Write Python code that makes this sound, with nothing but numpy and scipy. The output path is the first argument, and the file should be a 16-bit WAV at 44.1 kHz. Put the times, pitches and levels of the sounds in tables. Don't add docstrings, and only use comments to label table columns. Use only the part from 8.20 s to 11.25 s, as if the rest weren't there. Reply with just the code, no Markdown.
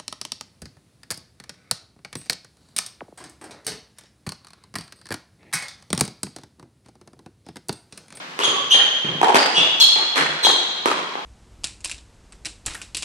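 import sys
import numpy as np
from scipy import signal
from scipy.fft import rfft, irfft, next_fast_len
from scipy.io import wavfile
from scipy.ndimage import map_coordinates

SR = 44100
rng = np.random.default_rng(int(sys.argv[2]) if len(sys.argv) > 2 else 0)


def to_wav(sig):
    pcm = np.clip(np.atleast_2d(sig), -1, 1) * 32767
    pcm = np.round(pcm).astype(np.int16)
    wavfile.write(sys.argv[1], SR, pcm.T)


N = 134505
LEVEL_S = 0.083
LEFT_LAG_S = 0.00034


def amp(db):
    return 10 ** (np.asarray(db) / 20)


def unit(x):
    return x / np.sqrt(np.mean(np.sum(x ** 2, axis=-1)) + 1e-20)


def curve(points, hz):
    freqs, values = np.transpose(points)
    return np.interp(np.log(hz + 1), np.log(freqs + 1), values)


def shelf(hz, edge_hz):
    return hz ** 4 / (hz ** 4 + edge_hz ** 4)


def bell(hz, centre_hz, octaves):
    return np.exp(-.5 * (np.log2((hz + 1) / centre_hz) / octaves) ** 2)


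def impulse(eq_db, size=4096):
    cepstrum = irfft(np.log(amp(eq_db(np.fft.rfftfreq(size, 1 / SR)))))
    cepstrum[1:size // 2] *= 2
    cepstrum[size // 2 + 1:] = 0
    return irfft(np.exp(rfft(cepstrum)))


def burst(decay_s, size=4096):
    return unit(rng.standard_normal(size) * np.exp(-np.arange(size) / SR / decay_s))


def add(out, start_s, x):
    i = max(round(start_s * SR), 0)
    out[..., i:i + x.shape[-1]] += x[..., :max(N - i, 0)]


# f/Hz, left-right correlation
ROOM_CORRELATION = [(150, 0.98), (300, 0.82), (550, 0.73), (1000, -0.045), (2000, -0.074), (4000, 0.043),
                    (10000, -0.088)]

def diffuse(size):
    correlation = curve(ROOM_CORRELATION, np.fft.rfftfreq(size, 1 / SR))
    width = np.arccos(np.clip(correlation, -1, 1)) / 2
    white = rfft(rng.standard_normal((2, size)))
    mid, side = irfft(white * [np.cos(width), np.sin(width)], size)
    return np.array([mid + side, mid - side])


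# f/Hz, level/dB
ROOM_TONE_EQ = [(70, -50), (150, -5.5), (500, -7.5), (1100, -1.5), (2500, -5.5), (4500, -11), (7000, -21),
                (13500, -39)]

def room_tone(vent_db=-37.5, linger_db=-37.5, fall_db_per_s=65):
    colour = impulse(lambda hz: curve(ROOM_TONE_EQ, hz))
    hush = signal.fftconvolve(diffuse(N), colour[None], axes=1)[:, :N]
    linger = amp(linger_db - fall_db_per_s * np.arange(N) / SR)
    return np.sqrt(N) * unit(hush) * np.hypot(amp(vent_db), linger)


# f/Hz, T60/s
COURT_T60 = [(100, 0.71), (300, 1.07), (1000, 1.5), (3200, 2.12), (6000, 1.44), (11000, 0.43)]

def court_reverb(build_s, size=49152, predelay_s=0.0013, early_db=-1, early_t60_s=1, grain=0.5):
    hz, frame_s, spectrum = signal.stft(diffuse(size), SR, nperseg=256)
    decay = amp(-60 * frame_s / curve(COURT_T60, hz)[:, None])
    tail = signal.istft(spectrum * decay, SR, nperseg=256)[1][:, :size]
    t = np.arange(size) / SR
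    early = amp(-60 * t / early_t60_s)
    knots = np.arange(0, size, 64)
    flicker = np.interp(np.arange(size), knots, rng.standard_normal(len(knots)))
    uneven = np.exp(grain * np.sqrt(early) * flicker)
    rise = 1 - np.exp(-np.maximum(t - predelay_s, 0) / build_s)
    return unit(tail * rise * uneven * (1 + amp(early_db) * early))


def in_court(x, direct_db, build_s):
    paths = court_reverb(build_s)
    paths[0, round(LEFT_LAG_S * SR)] += amp(direct_db)
    paths[1, 0] += amp(direct_db)
    return signal.fftconvolve(x[None], paths, axes=1)


# f/Hz, level/dB
BALL_EQ = [(90, -54.5), (170, -10.5), (270, -2), (600, -2), (1400, 1), (3000, -1.5), (6000, -10.5),
           (10000, -14.5), (14000, -31)]
# t/s, reverb level/dB, direct trim/dB, thump boost/dB, pock f/Hz, pock boost/dB,
# crack shelf/dB, reverb build-up/s
BALL_HITS = [(.191, -23.5, -4, 10, 1034, 8.5, 0, 0.009), (1.0151, -15, -5.5, 11, 862, 19, -6, 0.034),
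             (1.1456, -16.5, 1.5, 2, 760, 3.5, -2.5, 0.0044),
             (1.958, -18, -11.5, 0.5, 1760, 3.5, -5, 0.0037),
             (2.2493, -23.5, -1.5, 8, 850, 8.5, -6.5, 0.021), (2.658, -20, 1, 9, 1033, 11.5, -3, 0.0025),
             (2.9544, -34.5, 3, 1.5, 846, 12, -28, 0.0098)]
# t/s, trim/dB
WALL_SLAPS = [(1.030, -1.5), (1.044, -3.5), (1.095, -12), (1.156, -0.5), (1.164, -3.5), (1.26, -8.5),
              (2.268, 1.5), (2.289, -1), (2.3, -2), (2.684, -7), (2.714, -2.5), (2.828, -20)]

def ball(rasp=0.5, path_db=-3.5):
    out = np.zeros((2, N))
    wall = impulse(lambda hz: -2 * (1 - shelf(hz, 310) + shelf(hz, 2560)))
    ends = [hit[0] for hit in BALL_HITS[1:]] + [N / SR]
    for hit, end in zip(BALL_HITS, ends):
        start, db, direct_db, thump_db, pock_hz, pock_db, crack_db, build_s = hit
        click = unit(impulse(lambda hz: curve(BALL_EQ, hz)
                             + thump_db * bell(hz, centre_hz=399, octaves=0.38)
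                             + pock_db * bell(hz, pock_hz, octaves=0.25)
                             + crack_db * shelf(hz, edge_hz=2240)))
        gain = amp(db) * np.sqrt(LEVEL_S * SR)
        add(out, start, gain * signal.fftconvolve(click[None], court_reverb(build_s), axes=1))
        contact_noise = signal.fftconvolve(click, burst(decay_s=0.0018))[:len(click)]
        arrivals = [(start, direct_db, click + rasp * contact_noise, LEFT_LAG_S)]
        dulled = signal.fftconvolve(click, wall)
        for at, slap_db in WALL_SLAPS:
            if start < at < end:
                slap = signal.fftconvolve(dulled, burst(decay_s=0.0065))
                arrivals.append((at, slap_db, slap, LEFT_LAG_S * rng.uniform(-1.8, 1.2)))
        for at, trim_db, wave, lag_s in arrivals:
            arrival = gain * amp(path_db + trim_db) * unit(wave)
            add(out[0], at + lag_s, arrival)
            add(out[1], at, arrival)
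    return out


def sliding(slip, length_s, stretch_s=0.02):
    count = int(np.clip(np.ceil(length_s / stretch_s), 2, 3))
    place = np.clip(np.arange(len(slip)) / SR / length_s * count - .5, 0, count - 1)
    fades = [np.clip(1 - np.abs(place - k), 0, 1) for k in range(count)]
    return sum(in_court(slip * fade, direct_db=-3.5, build_s=0.0043) for fade in fades)


# f/Hz, level/dB
SCUFF_EQ = [(200, -24), (1000, 12), (2200, -9), (3500, 20.5), (5000, 8), (8000, 0.5), (11000, -31),
            (13500, -27), (15000, -41)]
# t/s, length/s, f/Hz, glide/share of f, level/dB, jitter/share of f,
# overtones/dB re fundamental, scuff/dB re tone, pan/dB left over right
SOLE_SQUEAKS = [(0.21, 0.048, 3210, 0.262, -21.5, 0.082, -26, -14, 0.5),
                (0.233, 0.028, 3276, -0.117, -16.5, 0.017, -10.5, -9, 0.5),
                (0.283, 0.086, 1143, -0.026, -27.5, 0.039, -38, -48, -8.5),
                (0.501, 0.022, 6200, 0.074, -31, 0.016, -19, -27, 4),
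                (0.507, 0.047, 3151, 0.0374, -8.5, 0.047, -17.5, -10.5, 0),
                (1.181, 0.025, 4730, 0.048, -21, 0.033, -34, -33, -1),
                (1.342, .075, 2867, -0.12, -15.5, 0.045, -16, -8, 1),
                (1.355, 0.069, 3353, 0.0873, -13.5, 0.034, -26.5, -34, 1),
                (1.599, 0.0087, 6540, -0.136, -22, 0.073, -9, 4.5, 4),
                (1.605, 0.011, 5350, -0.13, -25.5, 0.0078, -15, -24, 2.5),
                (1.604, 0.0273, 3324, -0.052, -11, 0.012, -16.5, -15, -1.5),
                (1.604, 0.0276, 4226, -0.022, -10.5, 0.028, -19.5, -12, 1),
                (2.229, 0.043, 3983, -0.0674, -14, 0.042, -17, -3.5, -0.5),
                (2.246, 0.022, 3250, -0.04, -15, 0.0067, -13, -8.5, 4.5)]

def squeaks(jitter_per_s=1100, chatter_db=1.5):
    out = np.zeros((2, N))
    scuff_colour = impulse(lambda hz: curve(SCUFF_EQ, hz))
    t = np.arange(SR // 8) / SR
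    for start, length_s, hz, glide, db, jitter, overtone_db, scuff_db, pan_db in SOLE_SQUEAKS:
        progress = np.clip(t / length_s, 0, 1)
        wander = map_coordinates(rng.standard_normal(len(t)), [t * jitter_per_s])
        pitch_hz = hz * (1 + glide * (progress - .5) + jitter * wander)
        phase = 2 * np.pi * np.cumsum(pitch_hz) / SR
        overtones = np.sin(2 * phase) + amp(-8) * np.sin(3 * phase) + amp(-36.5) * np.sin(4 * phase)
        tone = np.sin(phase) + amp(overtone_db) * overtones
        scuff = signal.fftconvolve(rng.standard_normal(len(t)), scuff_colour)[:len(t)]
        chatter = map_coordinates(rng.standard_normal(len(t)), [t * jitter_per_s])
        grip = amp(chatter_db * chatter) * np.sqrt(np.abs(np.sin(np.pi * progress)))
        slip = unit((unit(tone) + amp(scuff_db) * unit(scuff)) * grip)
        pan = amp([[pan_db / 2], [-pan_db / 2]])
        add(out, start, amp(db) * np.sqrt(LEVEL_S * SR) * pan * unit(sliding(slip, length_s)))
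    return out


# f/Hz, level/dB
BOARDS_EQ = [(85, -22), (145, -6.5), (300, -3.5), (1100, -2.5), (2500, -7.5), (8000, -39), (14000, -75)]
# t/s, level/dB, sole slap shelf/dB, floor boom boost/dB
FOOTFALLS = [(.275, -26, -6, -9), (0.543, -20.5, 5.5, -2.5), (.845, -29, -8, 9), (.885, -30.5, -13, 8),
             (1.379, -23, 0, 7.5), (1.76, -24.5, 8.5, -1), (1.993, -36.5, -14, 19.5), (2.739, -32, -4.5, 2)]

def footsteps():
    out = np.zeros((2, N))
    for start, db, slap_db, boom_db in FOOTFALLS:
        boards = impulse(lambda hz: curve(BOARDS_EQ, hz)
                         + slap_db * shelf(hz, edge_hz=435)
                         + boom_db * bell(hz, centre_hz=154, octaves=0.12))
        thud = signal.fftconvolve(burst(decay_s=0.014), boards)
        step = in_court(thud, direct_db=-2.5, build_s=0.015)
        add(out, start, amp(db) * np.sqrt(LEVEL_S * SR) * unit(step))
    return out


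def scene():
    return ball() + squeaks() + footsteps() + room_tone()


def record(dry):
    low_cut_hz, high_cut_hz = 106, 14900
    clipped = dry / (1 + np.abs(dry) ** 6) ** (1 / 6)
    thinned = signal.sosfilt(signal.butter(3, low_cut_hz, "highpass", fs=SR, output="sos"), clipped)
    size = next_fast_len(N + SR // 2)
    passband = np.fft.rfftfreq(size, 1 / SR) < high_cut_hz
    return irfft(rfft(thinned, size) * passband, size)[:, :N]


dry = scene()
out = record(dry)
to_wav(out)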